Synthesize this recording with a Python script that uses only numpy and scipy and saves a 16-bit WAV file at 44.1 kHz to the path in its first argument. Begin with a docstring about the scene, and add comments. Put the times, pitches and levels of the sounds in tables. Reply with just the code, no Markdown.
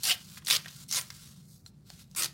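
"""A strip of paper is torn off against a ruler on a cutting mat, in a small room with a low steady hum. The
paper strip slides over the mat from the start, as random grains of coloured noise that swell between the rips.
Three quick rips follow, dense runs of breaking fibres coloured by strip resonances, with larger snaps. Between
rips come light taps as resonant bursts, a brushing hiss and one ruler knock of decaying modes. In a last tug
the mat and table hum as narrow-band noise; close reflections and a tail follow the sounds."""
import sys
import numpy as np
from scipy import signal
from scipy.fft import rfft, irfft
from scipy.io import wavfile
from scipy.ndimage import uniform_filter1d

SR = 44100
rng = np.random.default_rng(int(sys.argv[2]) if len(sys.argv) > 2 else 0)


def file_out(sig):
    """Save sig as 16-bit WAV at sys.argv[1]."""
    # one column per channel
    cols = np.atleast_2d(sig).T
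    # limit, then scale
    lim = np.clip(cols, -1, 1)
    pcm = np.round(lim * 32767).astype(np.int16)
    wavfile.write(sys.argv[1], SR, pcm)


N = 102929
TIME = np.arange(N) / SR
CUTOFF_HZ = 16000


def from_db(db):
    """Amplitude ratio: 20 dB is a factor of ten."""
    return 10 ** (np.asarray(db) / 20)


def rms_one(x):
    """Normalisation of the effective value (rms) to 1."""
    return x / np.sqrt(np.mean(x ** 2) + 1e-20)


def colour(x, points):
    """Spectral shaping: each frequency is weighted, in dB over log frequency, then the rms is set to 1."""
    hz, db = np.transpose(points)
    f = np.maximum(np.arange(len(x) // 2 + 1) * SR / len(x), 1)
    weight = from_db(np.interp(np.log(f), np.log(hz), db))
    return rms_one(irfft(rfft(x) * weight, len(x)))


def resonate(x, hz, width_hz):
    """Resonance by heterodyning: shift the centre, which may move, to 0 Hz, smooth and shift back."""
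    r = np.exp(-np.pi * width_hz / SR)
    turn = np.exp(2j * np.pi * np.cumsum(hz * np.ones(N)) / SR)
    ringing = turn * signal.lfilter([1 - r], [1, -r], x / turn + 1e-18)
    return 2 * ringing.real - (1 - r) * x  # gain 1 on top


def butterworth(x, hz, kind):
    """Maximally flat filtering by a fourth-order design."""
    return signal.sosfilt(signal.butter(4, hz, kind, fs=SR, output="sos"), x)


def grains(per_s, spread_db):
    """Shot noise: clicks of random time, sign and size."""
    sizes = from_db(spread_db * np.minimum(rng.exponential(1, N), 4))
    return sizes * rng.choice([-1, 1], N) * (rng.random(N) < per_s / SR)


def bundles():
    """Clustered excitation: uneven surges, each sudden and exponentially spent, with rms 1."""
    surges_per_s, power_decay_s = 220, 0.0034
    power_spread_db = 7.5  # strong and weak surges; the square root below halves it
    at = (np.cumsum(rng.gamma(2, .5, size=2000)) / surges_per_s * SR).astype(int)
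    sizes = from_db(power_spread_db * rng.uniform(-1.8, 1, len(at)))
    starts = np.zeros(N)
    starts[at[at < N]] = sizes[at < N]
    power = signal.lfilter([1], [1, -np.exp(-1 / (power_decay_s * SR))], starts + 1e-12)
    return rms_one(np.sqrt(power))


def wander(x, depth_db, per_s, count=40):
    """Time-varying spectrum: narrow bands swell and fade on their own as the paper bends."""
    f = np.arange(N // 2 + 1) * SR / N
    place = np.sqrt(np.minimum(f / CUTOFF_HZ, 1)) * (count - 1)
    spectrum = rfft(x)
    swings = rng.standard_normal((count, 600))
    gains = from_db(depth_db * np.clip(swings, -2, 2))
    gains = gains / np.sqrt(np.mean(gains ** 2, axis=0))
    out = np.zeros(N)
    for k, gain in enumerate(gains):
        band = irfft(spectrum * np.maximum(1 - abs(place - k), 0), N)
        # the bands change at staggered times
        out += band * np.interp(TIME * per_s + k / count, np.arange(len(gain)), gain)
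    return out


def hum():
    """Superposition of steady low ventilation rumble, as shaped noise, and one weak pure tone."""
    # Rumble spectrum. Each row: frequency in Hz, relative spectral level in dB.
    rumble_colour = [(28, -68), (40, -37.5), (55, -10), (115, -5.5), (146, -0.5), (200, -5), (260, -19),
                     (340, -23), (600, -32.5), (1500, -42), (15800, -59.5)]
    rumble_db, tone_hz, tone_db = -55, 145.3, -63
    tone = np.sqrt(2) * np.sin(2 * np.pi * (tone_hz * TIME + rng.random()))
    rumble = colour(rng.standard_normal(N), rumble_colour)
    return from_db(rumble_db) * rumble + from_db(tone_db) * tone


def slide():
    """Friction noise: paper and skin rub in fine grains and small catches, with wandering colour."""
    # The strip sliding on the mat, later the hand sliding. Each row: time in seconds, level in dB.
    rub_levels = [(0, -50.5), (.16, -53), (.27, -54), (.385, -49), (.405, -68), (.45, -64), (.59, -54),
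                  (.835, -51.5), (.86, -66.5), (1.03, -54), (1.27, -53.5), (1.44, -66.5), (1.575, -73.5),
                  (1.61, -79), (1.84, -78.5), (1.875, -61), (1.915, -55), (1.95, -60), (2.015, -53),
                  (2.06, -73.5), (2.15, -66), (2.27, -50.5), (2.33, -64.5)]
    # Rubbing spectrum. Each row: frequency in Hz, relative spectral level in dB.
    rub_colour = [(300, -12), (700, -17), (1000, -7.5), (1400, -4.5), (1800, -9), (2700, -4.5), (4200, 2.5),
                  (5500, 0.5), (9000, -3), (15800, -8.5)]
    # The hand brushing over the ruler. Each row: centre in seconds, half length (to 1/e) in seconds,
    # level in dB of the rubbing before its low part is removed.
    brushes = [(1.537, 0.064, -60.5), (1.676, 0.018, -57)]
    catch_share = .45  # share of the rubbing that comes in small catches
    catches = rms_one(1 - catch_share + catch_share * bundles())
    friction = colour(grains(per_s=8300, spread_db=3.0), rub_colour)
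    rub = catches * wander(friction, depth_db=2.0, per_s=18)
    thin = butterworth(rub, 3260, "high")
    brushing = sum(from_db(db) * np.exp(-((TIME - s) / half_s) ** 2) for s, half_s, db in brushes)
    return rub * from_db(np.interp(TIME, *np.transpose(rub_levels))) + thin * brushing


def crackling(together, hz, kind):
    """Fracture noise: one register of breaking fibres, its surges partly its own, evened over 500 samples."""
    # Fibre spectrum. Each row: frequency in Hz, relative spectral level in dB.
    fibre_colour = [(180, -33), (380, -18), (750, -17), (1300, -8.5), (1700, -11), (2700, -5), (4500, 0.5),
                    (6800, -4.5), (8300, 2), (13500, -4), (15800, -7)]
    share = 0.72  # share of the surges common to all registers
    surges = share * together + (1 - share) * bundles()
    breaks = grains(per_s=11000, spread_db=2.5) * surges
    band = butterworth(colour(breaks, fibre_colour), hz, kind)
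    return band / np.sqrt(uniform_filter1d(band ** 2, size=500) + 1e-9)


def rips():
    """Amplitude modulation: the pull sets the level of body, crackle and treble through four tears."""
    # Three rips and the last tug. Each row: time in seconds, level of the pull in dB,
    # treble re the pull in dB, body re the pull in dB; the register trims below come on top.
    first_rip = [(0.021, -51, -3.5, -14), (0.032, -51, 0, -13), (0.035, -36.5, 3.5, -13),
                 (0.062, -30.5, -5, -11), (0.098, -28, -3.5, -11), (0.114, -26.5, -7.5, -9.5),
                 (0.132, -33.5, -8, -18), (0.155, -47.5, -5, -1.5)]
    second_rip = [(0.445, -58, -4, -12.5), (0.464, -51.5, -3.5, -14.5), (0.48, -36.5, 0.5, -12),
                  (0.486, -31, -4.5, -5), (0.497, -39.5, 0.5, -9.5), (0.52, -23.5, -8.5, -14.5),
                  (0.54, -26.5, -5.5, -7.5), (0.568, -27.5, -9.5, -7.5), (0.576, -46, -1.5, -5.5),
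                  (0.601, -56, -1.5, 6)]
    third_rip = [(0.882, -60, 6, -20.5), (0.892, -50.5, 1, -28), (0.909, -47.5, -1, -11),
                 (0.924, -48, -8, -3), (0.929, -35.5, -4, -10.5), (0.972, -28.5, -7, -8),
                 (0.992, -34.5, -1, -1.5), (1.004, -44.5, 0, -5.5), (1.032, -54.5, 4, -1),
                 (1.045, -66, -12, -1)]
    last_tug = [(2.158, -66, -5, -8.5), (2.163, -41.5, 6, -7), (2.18, -37, 1, -6.5), (2.197, -33, 1, -6.5),
                (2.226, -35, -3, -5), (2.25, -32.5, -3.5, -6.5), (2.263, -36, -5, -5),
                (2.27, -50.5, -10, -33), (2.29, -52, -13, -13)]
    body_hz, treble_hz = 2240, 7110  # body below, treble above
    body_trim_db, crackle_trim_db, treble_trim_db = -2.5, -2, 1.5
    together = bundles()
    body = from_db(body_trim_db) * crackling(together, body_hz, "low")
    crackle = from_db(crackle_trim_db) * crackling(together, [body_hz, treble_hz], "band")
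    treble = from_db(treble_trim_db) * crackling(together, treble_hz, "high")
    out = np.zeros(N)
    for rip in (first_rip, second_rip, third_rip, last_tug):
        s, *columns = np.transpose(rip)
        level_db, treble_db, body_db = [np.interp(TIME, s, c) for c in columns]
        pull = from_db(level_db) * (TIME >= s[0]) * (TIME <= s[-1])
        out += pull * (crackle + from_db(treble_db) * treble + from_db(body_db) * body)
    return out


def strip(tearing):
    """Forced resonance: tearing excites short-lived rings that sink as the freed strip grows longer."""
    # Rings as free length and bend change. Each row: centre in seconds, half length (to 1/e) in seconds,
    # frequency at the centre in Hz, width in Hz, gain as a factor.
    strip_rings = [(0.047, 0.033, 4430, 270, 2.4), (0.1136, 0.02, 2840, 600, 3.8),
                   (0.088, 0.012, 1600, 140, 2.3), (0.095, 0.061, 727, 90, 3.2),
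                   (0.9, 0.043, 2200, 94, 2.1), (0.49, 0.055, 2900, 1300, 1.3),
                   (.545, 0.039, 5350, 620, 0.44), (0.902, 0.074, 5900, 1800, 1.4),
                   (2.17, 0.017, 2330, 210, 2.9), (2.175, 0.022, 8200, 510, 1.1),
                   (2.23, 0.014, 1940, 130, 2.4), (2.215, 0.03, 1260, 90, 1.6)]
    sag_oct_per_s = 0.31
    out = tearing.copy()
    for s, half_s, hz, width_hz, gain in strip_rings:
        excitation = tearing * np.exp(-((TIME - s) / half_s) ** 2)
        sinking_hz = hz * 2 ** (sag_oct_per_s * (s - TIME))
        out += gain * resonate(excitation, sinking_hz, width_hz)
    return out


def burst(s, decay_s):
    """Impulsive excitation: a sudden cluster of tiny clicks that decays exponentially."""
    age = TIME - s
    return rng.choice([-1, 1], N) * (age >= 0) * np.exp(-np.maximum(age, 0) / decay_s)


def clicks(rows, width):
    """Damped resonance: each short burst excites one broad peak; width is relative to the centre."""
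    out = np.zeros(N)
    for s, db, hz, decay_s in rows:
        b, a = signal.iirpeak(hz, 1 / width, fs=SR)
        ringing = signal.lfilter(b, a, burst(s, decay_s) + 1e-18)
        bandwidth_makeup = np.sqrt(SR / (np.pi * width * hz))
        out += from_db(db) * bandwidth_makeup * ringing
    return out


def snaps():
    """Sudden fracture: larger snaps of the paper are bursts through a broad resonance."""
    # Each row: start in seconds, level in dB, centre in Hz, decay of the burst in seconds.
    paper_snaps = [(.0340, -26, 5940, 0.0031), (.0393, -25.5, 4870, .002), (.0515, -24, 4770, 0.0033),
                   (.0755, -26, 4160, 0.0061), (.0965, -25, 4800, 0.002), (.4490, -38.5, 6960, 0.002),
                   (.4620, -31.5, 6000, 0.0018), (.4703, -24, 4370, 0.0024), (.5005, -17, 4360, 0.0043),
                   (.5085, -10.5, 3300, 0.0019), (.5098, -16.5, 4500, 0.0015), (.9122, -27, 5760, 0.0046),
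                   (.9248, -23, 5860, 0.005), (1.0122, -29.5, 4950, 0.0016), (1.1032, -33.5, 4100, 0.0023),
                   (1.902, -37, 4500, .0014), (2.1130, -48, 6500, 0.0013), (2.1494, -38, 4700, .002),
                   (2.1762, -26, 8100, 0.00096), (2.2222, -21, 5740, 0.0022), (2.2335, -17.5, 5160, .0014),
                   (2.2438, -22, 5500, .002)]
    return clicks(paper_snaps, width=0.5)


def taps():
    """Damped resonance: light taps, and the low body of some snaps, are bursts through a broader peak."""
    # Each row: start in seconds, level in dB, centre in Hz, decay of the burst in seconds.
    taps_and_bodies = [(.373, -44, 2000, 0.007), (.4215, -51.5, 1400, 0.0046), (.6463, -43.5, 2080, 0.0034),
                       (.6587, -35.5, 1730, 0.0041), (.673, -45, 1580, 0.0042), (.682, -40.5, 3630, 0.0067),
                       (1.1032, -39, 1800, 0.0027), (1.662, -59, 1200, .005), (1.902, -44, 1110, 0.002),
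                       (2.1494, -46, 1210, .0025)]
    return clicks(taps_and_bodies, width=0.63)


def ruler():
    """Modal ringing: the plastic ruler, settling as the hand lifts, sounds as decaying sines."""
    # Each row: frequency in Hz, decay in seconds, level re the knock in dB.
    ruler_modes = [(4150, .004, 0), (5750, .0025, -6), (7450, .002, -5)]
    knock_s, knock_db = 1.6625, -39
    age = np.maximum(TIME - knock_s, 0)
    out = np.zeros(N)
    for hz, decay_s, mode_db in ruler_modes:
        out += from_db(knock_db + mode_db) * np.sin(2 * np.pi * hz * age) * np.exp(-age / decay_s)
    return out


def mat_and_table():
    """Narrow-band noise: cutting mat and table hum during the last tug, even in level, unsteady in pitch."""
    centre_s, half_s, level_db = 2.222, .05, -53
    hz, width_hz = 336, 25  # width of each of the two resonances in series
    once = resonate(rng.standard_normal(N), hz, width_hz)
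    ringing = resonate(once, hz, width_hz)
    held = np.exp(-((TIME - centre_s) / half_s) ** 4)
    # keeping only the phase makes the level even
    even = rms_one(np.cos(np.angle(signal.hilbert(ringing))))
    return from_db(level_db) * held * even


def room(x):
    """Convolution with an impulse response: direct sound, close reflections and a short, duller tail."""
    # Table top and nearby things. Each row: delay in seconds, gain as a factor.
    reflections = [(.0014, 0.07), (.0037, 0.19)]
    # Tail spectrum. Each row: frequency in Hz, relative spectral level in dB.
    tail_colour = [(1500, 4), (16000, -14)]
    t60_s, tail_db = .24, -16.5  # tail energy re the direct sound
    age = TIME[:SR // 2]
    tail = colour(rng.standard_normal(len(age)), tail_colour)
    tail = tail * from_db(-60 * age / t60_s) * np.minimum(age / 0.0032, 1)
    response = from_db(tail_db) * tail / np.sqrt(np.sum(tail ** 2))
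    response[0] += 1
    for delay_s, gain in reflections:
        response[int(delay_s * SR)] += gain
    return signal.fftconvolve(x, response)[:N]


def scene():
    """Superposition: paper, hands, mat and table pass through the room; the hum is added directly."""
    paper = strip(wander(rips(), depth_db=3.2, per_s=45)) + snaps()
    rubs_and_taps = slide() + taps() + ruler()
    return (room(paper + rubs_and_taps + mat_and_table()) + hum())[None]


def record(dry):
    """Band limiting: a steep elliptic low-pass cuts the top."""
    return signal.sosfilt(signal.ellip(12, .1, 80, CUTOFF_HZ, fs=SR, output="sos"), dry)


dry = scene()
out = record(dry)
file_out(out)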